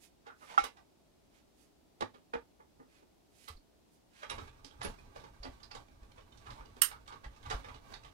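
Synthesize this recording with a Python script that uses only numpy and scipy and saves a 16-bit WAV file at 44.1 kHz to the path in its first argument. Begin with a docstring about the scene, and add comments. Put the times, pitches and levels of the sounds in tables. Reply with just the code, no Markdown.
"""A small room, a hand-cranked die-cutting machine on a craft table, close by on the microphone's right.
First plastic plates are slid and tapped into a stack. From 2 s the machine is knocked into place twice.
At 4.2 s the crank starts to turn: the plates groan and clack through the grinding rollers, the steel
die squeaks and the table rocks and rumbles. Near 6.8 s a plate snaps once under the pressure, and the
cranking carries on to the end, over quiet room tone."""
import sys
import numpy as np
from scipy import signal
from scipy.fft import rfft, irfft, next_fast_len
from scipy.io import wavfile
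from scipy.ndimage import map_coordinates

SR = 44100
rng = np.random.default_rng(int(sys.argv[2]) if len(sys.argv) > 2 else 0)


def log_audio(samples):
    """Write samples as a 16-bit WAV file to the path given in sys.argv[1]."""
    # one column per channel
    frames = np.atleast_2d(samples).T
    # limit to full scale, then quantise
    limited = np.clip(frames, -1, 1)
    pcm = np.round(limited * 32767).astype(np.int16)
    wavfile.write(sys.argv[1], SR, pcm)


N = 358533
SIZE = 16384  # samples in one short event
T = np.arange(SIZE) / SR
HZ = np.fft.rfftfreq(SIZE, 1 / SR)


# The colour of a bare contact, heard close up. Each row: frequency in Hz, gain in dB.
CONTACT_SPECTRUM = [(60, -7.5), (250, 1), (550, 8), (900, 0.5), (1300, 3.5), (2200, -0.5), (3500, 1),
                    (5200, -2.5), (7500, -11.5), (10000, -16), (15500, -42)]

def contacts(rows, resonances, gain_db, wet_db, spiky, chatter_db, chatter_s, variety_db):
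    """Slips build up to each contact and chatter on after it, ringing through the body's resonances."""
    out = np.zeros((2, N))
    colour = along(CONTACT_SPECTRUM, HZ) + lift_db(resonances, HZ)
    midband = signal.butter(2, [700, 3000], "band", fs=SR, output="sos")
    lead_s = 0.03
    before, after = np.maximum(lead_s - T, 0), np.maximum(T - lead_s, 0)
    for s, db, body_db, edge_db, rise_s, contact_s in rows:
        build_up = np.exp(-before / max(rise_s, 0.0003))
        release = np.exp(-after / contact_s) + amp(chatter_db) * np.exp(-after / chatter_s)
        hardness = along([(280, body_db), (800, 0.011), (2200, 0.0084), (4200, edge_db)], HZ)
        spot = variety_db * wobble(len(HZ), step=71.7)  # each contact point favours other modes
        sound = ring(grit(SIZE, spiky) * build_up * release, colour + hardness + spot)
        sound = at_level(sound, db + gain_db, judged_by=signal.sosfilt(midband, sound))
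        add(out, s - lead_s, in_room(sound, wet_db))
    return out


# The machine's housing resonates. Each row: centre in Hz, half width in Hz, lift in dB.
HOUSING_RESONANCES = [(265, 19, 11.5), (448, 19, 6), (658, 42, -6.5), (860, 58, 9.5), (1170, 49, 7.5),
                      (1882, 26, -6.5), (3795, 85, 4)]
# Plates clack on each other and the frame, right of the microphone.
# Each row: time in seconds, level in dB, body (bass) in dB, edge (treble) in dB.
PLATE_CLACKS = [(.27, -49.5, -5, -9), (.43, -50, -6, -20), (.503, -50, -17, -17.5), (0.641, -37, -15.5, -6),
                (.772, -57.5, -33, -5), (3.481, -44, -19, 2), (4.233, -40.5, -23, -12.5),
                (4.299, -38.5, -25, 0.5), (4.32, -39.5, -6, -16), (4.385, -43, -1, -7.5),
                (4.479, -53.5, -3, -6), (4.646, -53.5, 4, 12.5), (4.817, -37.5, -10, -5),
                (4.831, -49.5, -8, 9.5), (4.85, -38.5, 3, -6), (5.161, -47.5, -5, -6),
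                (5.241, -50.5, 1.5, -5), (5.431, -51.5, -25, -2.5), (5.454, -44.5, 3.5, -11),
                (5.633, -57, -7, 2), (5.714, -48, -14, -7), (5.751, -47, 2.5, 1.5), (6.181, -55, -1, -7.5),
                (6.374, -66, -7, 15), (6.469, -46.5, -17, -8.5), (6.505, -50, -20, -2),
                (6.61, -52.5, -1, -21), (6.915, -47.5, -28.5, -4), (7.078, -49.5, -29, 3),
                (7.125, -53, -2.5, -5.5), (7.245, -47, -11, -8), (7.363, -59.5, -27, -0.5),
                (7.43, -57.5, -28, -1.5), (7.461, -43.5, -31, -9), (7.502, -40.5, -15, -0.5),
                (7.512, -33.5, -13, -8.5), (7.647, -47, -13, -7), (7.688, -47, -11, -9),
                (7.745, -53, -1.5, -2.5), (7.94, -47, -35, -4.5), (8.049, -51.5, -11.5, -3.5)]

def clacks(rise_s=0.0019, contact_s=0.0085):
    """The plates strike the housing; the softer the contact, the duller and slower the clack."""
    rows = [(s, db, body_db, edge_db, rise_s * 2 ** (-edge_db / 7), contact_s)
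            for s, db, body_db, edge_db in PLATE_CLACKS]  # 7 dB less edge doubles the rise
    return contacts(rows, HOUSING_RESONANCES, gain_db=0, wet_db=-1.5, spiky=0.96,
                    chatter_db=-22.5, chatter_s=0.017, variety_db=2)


# The hand's effort at the crank. Each row: time in seconds, relative level in dB.
CRANK_EFFORT = [(4.2, -75.5), (4.37, -61.5), (4.49, -76.5), (4.71, -68.5), (4.87, -67), (5.05, -64.5),
                (5.21, -69), (5.65, -68), (5.94, -72.5), (6.26, -70.5), (6.71, -65), (7.02, -69),
                (7.19, -73.5), (7.37, -76), (7.63, -72), (7.9, -60.5), (7.98, -67.5), (8.13, -69.5)]

def effort_db(s):
    """How hard the hand drives the crank at time s."""
    return np.interp(s, *np.transpose(CRANK_EFFORT))


def crank(start_s=4.193, take_up_s=0.22):
    """Effort sets the levels of the table's rumble and the rollers' grind; both swell at each clack."""
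    t = np.arange(N) / SR
    engaged = np.clip((t - start_s) / take_up_s, 0, 1)  # the rollers take hold of the plates
    effort = effort_db(t)
    extra_effort = effort - np.average(effort, weights=engaged)
    rumble_power = amp(-62.5 + 0.39 * extra_effort) ** 2
    grind_power = amp(effort - 1.8) ** 2
    for s, db, body_db, _ in PLATE_CLACKS:
        shudder_db = db + 0.14 * body_db - 7  # clacks with more body shake the table harder
        rumble_power += swell(t, s + 0.03, shudder_db, spread_s=0.016)
        grind_power += swell(t, s + 0.02, db - 17.5, spread_s=0.024)  # the plates strain
    return engaged * np.sqrt(rumble_power), engaged * np.sqrt(grind_power)


def ticks(count=30, body_db=-2.5, edge_db=-2, rise_s=0.003, contact_s=0.0032):
    """The loaded plates slip a little at uneven intervals, louder with more effort."""
    first, last = CRANK_EFFORT[0][0], CRANK_EFFORT[-1][0]
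    times = first + (last - first) * (np.arange(count) + rng.random(count)) / count
    levels = effort_db(times) + 3.5 - 0.5 * rng.standard_normal(count)
    rows = [(s, db, body_db, edge_db, rise_s, contact_s) for s, db in zip(times, levels)]
    return contacts(rows, HOUSING_RESONANCES, gain_db=4, wet_db=-3.5, spiky=0.97,
                    chatter_db=-39, chatter_s=0.02, variety_db=5.5)


# The grind from inside the machine. Each row: frequency in Hz, gain in dB.
GRIND_SPECTRUM = [(100, 2), (300, -4), (600, -2.5), (1100, -2), (2000, -10.5), (4000, -13), (7000, -19),
                  (15000, -29)]

def rollers(pressure):
    """The rollers grind over the plates in uneven clumps of small slips."""
    slips = grit(N, spiky=1.3) * pressure
    clumps = amp(3.9 * wobble(N, step=900))
    colour = lambda f: amp(along(GRIND_SPECTRUM, f) + 0.38 * lift_db(HOUSING_RESONANCES, f))
    grind = unit(filtered(slips * clumps, colour))
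    return in_room(np.sqrt(np.mean(pressure ** 2)) * grind, wet_db=4.5)


# Plates rub hollowly; at 0.79 s a softly tapped plate rings briefly.
# Each row: loudest moment in seconds, relative level in dB, pitch in Hz.
PLATE_GROANS = [(.298, -51.5, 1350), (.53, -47, 900), (.79, -61, 810), (5.461, -51, 650),
                (5.775, -51.5, 840), (6.495, -49, 1080), (6.579, -54, 950), (6.932, -51, 1240),
                (7.117, -47.5, 1120), (7.526, -45.5, 1200), (7.714, -57.5, 1110)]

def groans(sharpness=5, swell_s=0.022, lead_s=0.15):
    """Fine slips swell and fade in a broad resonance that shifts with the plates' position."""
    out = np.zeros((2, N))
    speed = np.exp(-((T - lead_s) / swell_s) ** 2 / 2)
    for s, db, pitch_hz in PLATE_GROANS:
        resonance = lambda f: 1 / (1 + (sharpness * (f / pitch_hz - 1)) ** 2)
        rub = unit(filtered(grit(SIZE, spiky=0.7), resonance))
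        add(out, s - lead_s, in_room(amp(db - 2.5) * speed * rub, wet_db=-1))
    return out


# The colour of a crack at close range. Each row: frequency in Hz, gain in dB.
CRACK_SPECTRUM = [(100, -28), (600, -23), (1200, -2), (1900, -6), (3600, -10), (5300, -6), (7000, -5),
                  (10300, -2.5), (12000, -0.5), (15500, -7.5)]
# The stressed plate resonates. Each row: centre in Hz, half width in Hz, lift in dB.
STRESSED_RESONANCES = [(1880, 100, 2), (2860, 270, 16), (5400, 200, 6.5), (8880, 600, 11)]
# The pressed plate snaps free in the machine. Each row: start in seconds, relative level in dB.
SNAP_CRACKS = [(6.816, -34), (6.8186, -12.5), (6.8216, -15.5), (6.824, -21.5)]

def snap():
    """Stressed plastic lets go in very short, bright cracks."""
    out = np.zeros((2, N))
    colour = along(CRACK_SPECTRUM, HZ) + lift_db(STRESSED_RESONANCES, HZ)
    for s, db in SNAP_CRACKS:
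        push = 0.41 * rng.standard_normal(SIZE) * np.exp(-T / 0.0013)  # splintering
        push[0] += 1  # the sudden release
        crack = at_level(ring(push, colour), db - 4.5)
        add(out, s + 0.00031, in_room(crack, wet_db=-4))
    return out


# One plate's ring. Each row: frequency in Hz, relative level in dB, seconds to fall by 60 dB.
PLATE_MODES = [(459.7, -40, 0.36), (804, -6, 0.111), (1207, 4.5, 0.026), (1332, 7, 0.035),
               (1903, -15.5, 0.037), (2184, -24, 0.19), (2724, -20.5, .05), (3220, -19, .045),
               (5460, -37, 0.15)]
# A plate is tapped onto the stack, near the microphone. Each row: start in seconds, level in dB.
PLATE_TAPS = [(0.5776, -14.5)]

def taps():
    """A tapped plate rings in a few short modes, with a scuff of contact noise on top."""
    out = np.zeros((2, N))
    attack = 1 - np.exp(-T / 0.0024)
    modes = sum(amp(db - 60 * T / t60) * np.sin(2 * np.pi * hz * T) for hz, db, t60 in PLATE_MODES)
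    scuff_colour = along(CONTACT_SPECTRUM, HZ) + along([(400, -8), (1500, 0)], HZ)
    for s, db in PLATE_TAPS:
        scuff = ring(rng.standard_normal(SIZE) * attack * np.exp(-T / 0.0086), scuff_colour)
        add(out, s, in_room(at_level(modes * attack, db), wet_db=-13))
        add(out, s, in_room(at_level(scuff, db - 23), wet_db=1.5))
    return out


# The whole machine resonates on the table top. Each row: centre in Hz, half width in Hz, lift in dB.
FRAME_RESONANCES = [(259, 29, 17.5), (463, 46, 11.5), (690, 29, -2.5), (875, 73, 14.5), (1204, 130, 8),
                    (1845, 85, 0), (3870, 160, 6)]
# Its feet land, right of the microphone. Each row: time in seconds, relative level in dB,
# body in dB, edge in dB, rise in seconds, contact decay in seconds.
FOOT_KNOCKS = [(2.0095, -38, -2.5, 0.5, 0.0013, 0.0055), (2.025, -31.5, 0.5, -11.5, 0.0055, 0.006),
               (2.146, -55.5, 4.5, -4.5, .004, 0.021), (2.3365, -34, -14, -14.5, 0.0011, 0.013),
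               (2.355, -39, 2.5, -31, 0.0028, 0.0043), (2.603, -56, -3.5, -35, 0.0045, 0.022),
               (2.8, -56.5, 9, -40, .004, 0.027), (3.029, -65.5, 12.5, -20.5, 0.0043, 0.0037)]

def knocks():
    """The machine's feet hit the table and settle, ringing its frame."""
    return contacts(FOOT_KNOCKS, FRAME_RESONANCES, gain_db=1, wet_db=-7.5, spiky=0.77,
                    chatter_db=-29.5, chatter_s=0.0049, variety_db=1.5)


# The die in the stack. Each row: start in seconds, relative level in dB, pitch in Hz, half width in Hz.
DIE_SQUEAKS = [(0.638, -51, 9260, 3543), (3.481, -60, 10400, 3500), (3.567, -69.5, 4400, 400),
               (4.301, -54, 10450, 300), (4.828, -52.5, 10450, 300), (4.846, -49.5, 10500, 500),
               (5.431, -51.5, 4770, 455), (5.63, -56, 4700, 497), (5.712, -54.5, 4730, 648),
               (7.936, -54, 4480, 355)]

def squeaks():
    """The thin steel die rubs against the plate in brief bands of hiss."""
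    out = np.zeros((2, N))
    for s, db, pitch_hz, width_hz in DIE_SQUEAKS:
        rub = rng.standard_normal(SIZE) * T * np.exp(-T / 0.0039)
        squeak = filtered(rub, lambda f: 1 / (1 + ((f - pitch_hz) / width_hz) ** 2))
        add(out, s, in_room(at_level(squeak, db + 7), wet_db=-5))
    return out


# The swish of sliding plastic. Each row: frequency in Hz, gain in dB.
SWISH_SPECTRUM = [(200, -19), (900, -7.5), (2300, 1.5), (5000, 1), (10000, -0.5), (15500, -12)]
# Plates slide over paper and mat, on the right. Each row: fastest moment in seconds,
# relative level in dB, rise in seconds, tilt in dB per octave.
SLIDE_STROKES = [(0.038, -55, 0.021, 1), (.458, -59.5, 0.048, -1.5), (0.525, -49, 0.036, -7),
                 (1.365, -65.5, 0.032, -4), (1.615, -65, .035, 1), (2.961, -65, 0.047, -4.5),
                 (3.439, -58.5, 0.066, -0.5), (3.943, -68, .02, 4.5), (4.195, -56.5, 0.041, -5),
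                 (6.52, -61, 0.08, -5.5)]

def sliding(lead_s=0.17):
    """Smooth plastic brushes over paper; each stroke swells, then stops a little faster."""
    out = np.zeros((2, N))
    for s, db, rise_s, tilt_db in SLIDE_STROKES:
        spread_s = np.where(T < lead_s, rise_s, 0.93 * rise_s)
        speed = np.exp(-((T - lead_s) / spread_s) ** 2 / 2)
        colour = lambda f: amp(along(SWISH_SPECTRUM, f) + tilt_db * np.log2(np.maximum(f, 900) / 3000))
        rub = unit(filtered(grit(SIZE, spiky=0.77), colour))
        add(out, s - lead_s, in_room(amp(db - 3) * speed * rub, wet_db=-3.5))
    return out


# The table's rumble, felt on both sides of the microphone. Each row: frequency in Hz, gain in dB.
RUMBLE_SPECTRUM = [(11, -28.5), (18, 1.5), (37, -2.5), (51, -1), (130, -7), (160, -19.5), (200, -21),
                   (300, -19.5), (390, -34.5), (660, -120)]
# The table rocks on its legs. 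Each row: start in seconds, level in dB, frequency in Hz.
TABLE_THUMPS = [(0.621, -50, 46.5), (2.028, -47.5, 104), (2.362, -51, 57), (3.501, -45, 79),
                (3.552, -47, 30), (4.422, -46, 83), (4.887, -37.5, 36), (5.401, -42, 44),
                (6.022, -48, 50.3), (6.599, -45, 48.3), (7.262, -40, 50), (7.543, -29, 46.3)]

def table(rumble_level):
    """The table rocks when the machine lurches and rumbles under the crank."""
    rocking = np.zeros((2, N))
    for s, db, hz in TABLE_THUMPS:
        swing = np.sin(2 * np.pi * hz * T) * np.exp(-T / 0.027) * (1 - np.exp(-T / 0.00073))
        add(rocking, s, amp(db) * np.array([-swing, -swing]))
    shake = unit(filtered(rng.standard_normal(N), lambda f: amp(along(RUMBLE_SPECTRUM, f))))
    lumps = unit(amp(2.2 * wobble(N, step=2600)))  # the turn is uneven
    return rocking + rumble_level * lumps * shake


# The quiet room around the microphone. 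Each row: frequency in Hz, gain in dB.
AIR_SPECTRUM = [(12, -37), (20, -9.5), (59, 0.5), (87, -4), (112, -5), (225, -2), (298, -1), (416, -4),
                (465, -9), (649, -7), (1160, -17.5), (1720, -21.5), (4430, -21.5), (15500, -31.5)]
# How alike that air is on both sides. Each row: frequency in Hz, left-right correlation.
AIR_CORRELATION = [(40, 0.56), (120, 0.21), (300, 0.048), (1000, 0.028)]

def room_tone():
    """Steady quiet air, alike on left and right only in the bass."""
    def mid_and_side(f):
        angle = np.arccos(along(AIR_CORRELATION, f)) / 2
        return amp(along(AIR_SPECTRUM, f)) * np.array([np.cos(angle), np.sin(angle)])
    mid, side = filtered(rng.standard_normal((2, N)), mid_and_side)
    return amp(-67.5) * unit(np.array([mid + side, mid - side]))


# The small room's short tail. Each row: frequency in Hz, seconds to fall by 60 dB.
ROOM_DECAY = [(150, 0.15), (600, 0.15), (1400, 0.16), (4000, 0.17), (12000, 0.14)]
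# Sound reaches the microphone's far, left side late. Each row: frequency in Hz, phase lag in radians.
LEFT_LAG = [(30, 6.6), (110, 0.96), (300, 2.25), (700, 2.12), (1400, 3.59), (3000, 4.95)]

def in_room(x, wet_db):
    """Direct sound, later and duller on the left, plus a fresh diffuse tail on each side."""
    hz, t, noise = signal.stft(rng.standard_normal((2, SIZE)), SR, nperseg=256)
    build_up = 1 - np.exp(-t / 0.0051)
    decay = amp(-60 * t / along(ROOM_DECAY, hz)[:, None])
    tail = signal.istft(noise * build_up * decay, SR, nperseg=256)[1]
    wet = signal.fftconvolve(x[None], tail / np.linalg.norm(tail[0]), axes=1)[:, :len(x)]
    left = filtered(x, lambda f: np.exp(-1j * along(LEFT_LAG, f)) / (1 + (f / 2800) ** 4))
    return np.array([left, x]) + amp(wet_db) * wet


def amp(db):
    """Decibels to gain."""
    return 10 ** (np.asarray(db) / 20)


def unit(x):
    """Scale to rms 1."""
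    return x / np.sqrt(np.mean(x ** 2) + 1e-20)


def along(points, hz):
    """Interpolate (Hz, value) points on a log frequency axis."""
    knots_hz, values = np.transpose(points)
    return np.interp(np.log(hz + 1), np.log(knots_hz + 1), values)


def lift_db(resonances, hz):
    """The lift that a body's resonances give."""
    return sum(db / (1 + ((hz - centre) / width) ** 2) for centre, width, db in resonances)


def filtered(x, response):
    """Filter x by a gain given as a function of frequency."""
    count = x.shape[-1]
    padded = next_fast_len(count + SIZE, True)
    return irfft(rfft(x, padded) * response(np.fft.rfftfreq(padded, 1 / SR)), padded)[..., :count]


def ring(push, gain_db):
    """Pass a short push through a body with this gain on HZ."""
    cepstrum = irfft(np.log(amp(gain_db)))
    cepstrum[1:SIZE // 2] *= 2  # minimum phase: the body rings only after the push
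    cepstrum[SIZE // 2 + 1:] = 0
    return irfft(rfft(push) * np.exp(rfft(cepstrum)))


def grit(count, spiky):
    """Noise made of tiny slips of unequal size, none of them huge."""
    size, noise = rng.standard_normal((2, count))
    return unit(np.exp(spiky * np.minimum(size, 2)) * noise)


def wobble(count, step):
    """A smooth random curve with a knot every step points."""
    return map_coordinates(rng.standard_normal(int(count / step) + 4), [np.arange(count) / step])


def swell(t, s, db, spread_s):
    """The power of a swell that peaks at time s and falls away on both sides."""
    return amp(db) ** 2 * np.exp(-np.abs(t - s) / spread_s)


def at_level(x, db, judged_by=None):
    """Scale x so that it, or the part it is judged by, has the energy of 10 ms at this level."""
    energy = np.sum((x if judged_by is None else judged_by) ** 2)
    return x * amp(db) * np.sqrt(SR / 100 / energy)


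def add(track, s, x):
    """Mix a stereo event in at time s."""
    at = round(s * SR) + np.arange(SIZE)
    inside = (at >= 0) & (at < N)
    track[:, at[inside]] += x[:, inside]


# The shadow on the microphone's far, left side. Each row: frequency in Hz, gain in dB.
LEFT_SHADOW = [(60, -2.5), (450, -0.5), (800, -6.5), (1300, -5), (2400, -3.5), (3200, -16.5), (4200, -18.5),
               (8000, -26), (15000, -28.5)]

def scene():
    """All the work happens on the right, so the microphone's left side lies in shadow."""
    rumble_level, pressure = crank()
    left, right = (knocks() + taps() + clacks() + snap() + squeaks() + groans() + sliding()
                   + rollers(pressure) + ticks())
    left = filtered(left, lambda f: amp(along(LEFT_SHADOW, f)))
    lean_right = amp([[-0.6], [0.6]])
    return np.array([left, right]) + table(rumble_level) * lean_right + room_tone()


def record(dry, ceiling=0.9, top_hz=15800):
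    """The recorder rounds off peaks near full scale and keeps nothing above its band limit."""
    rounded = dry / (1 + np.abs(dry / ceiling) ** 6) ** (1 / 6)
    return filtered(rounded, lambda f: 1 / np.sqrt(1 + (f / top_hz) ** 200))


dry = scene()
out = record(dry)
log_audio(out)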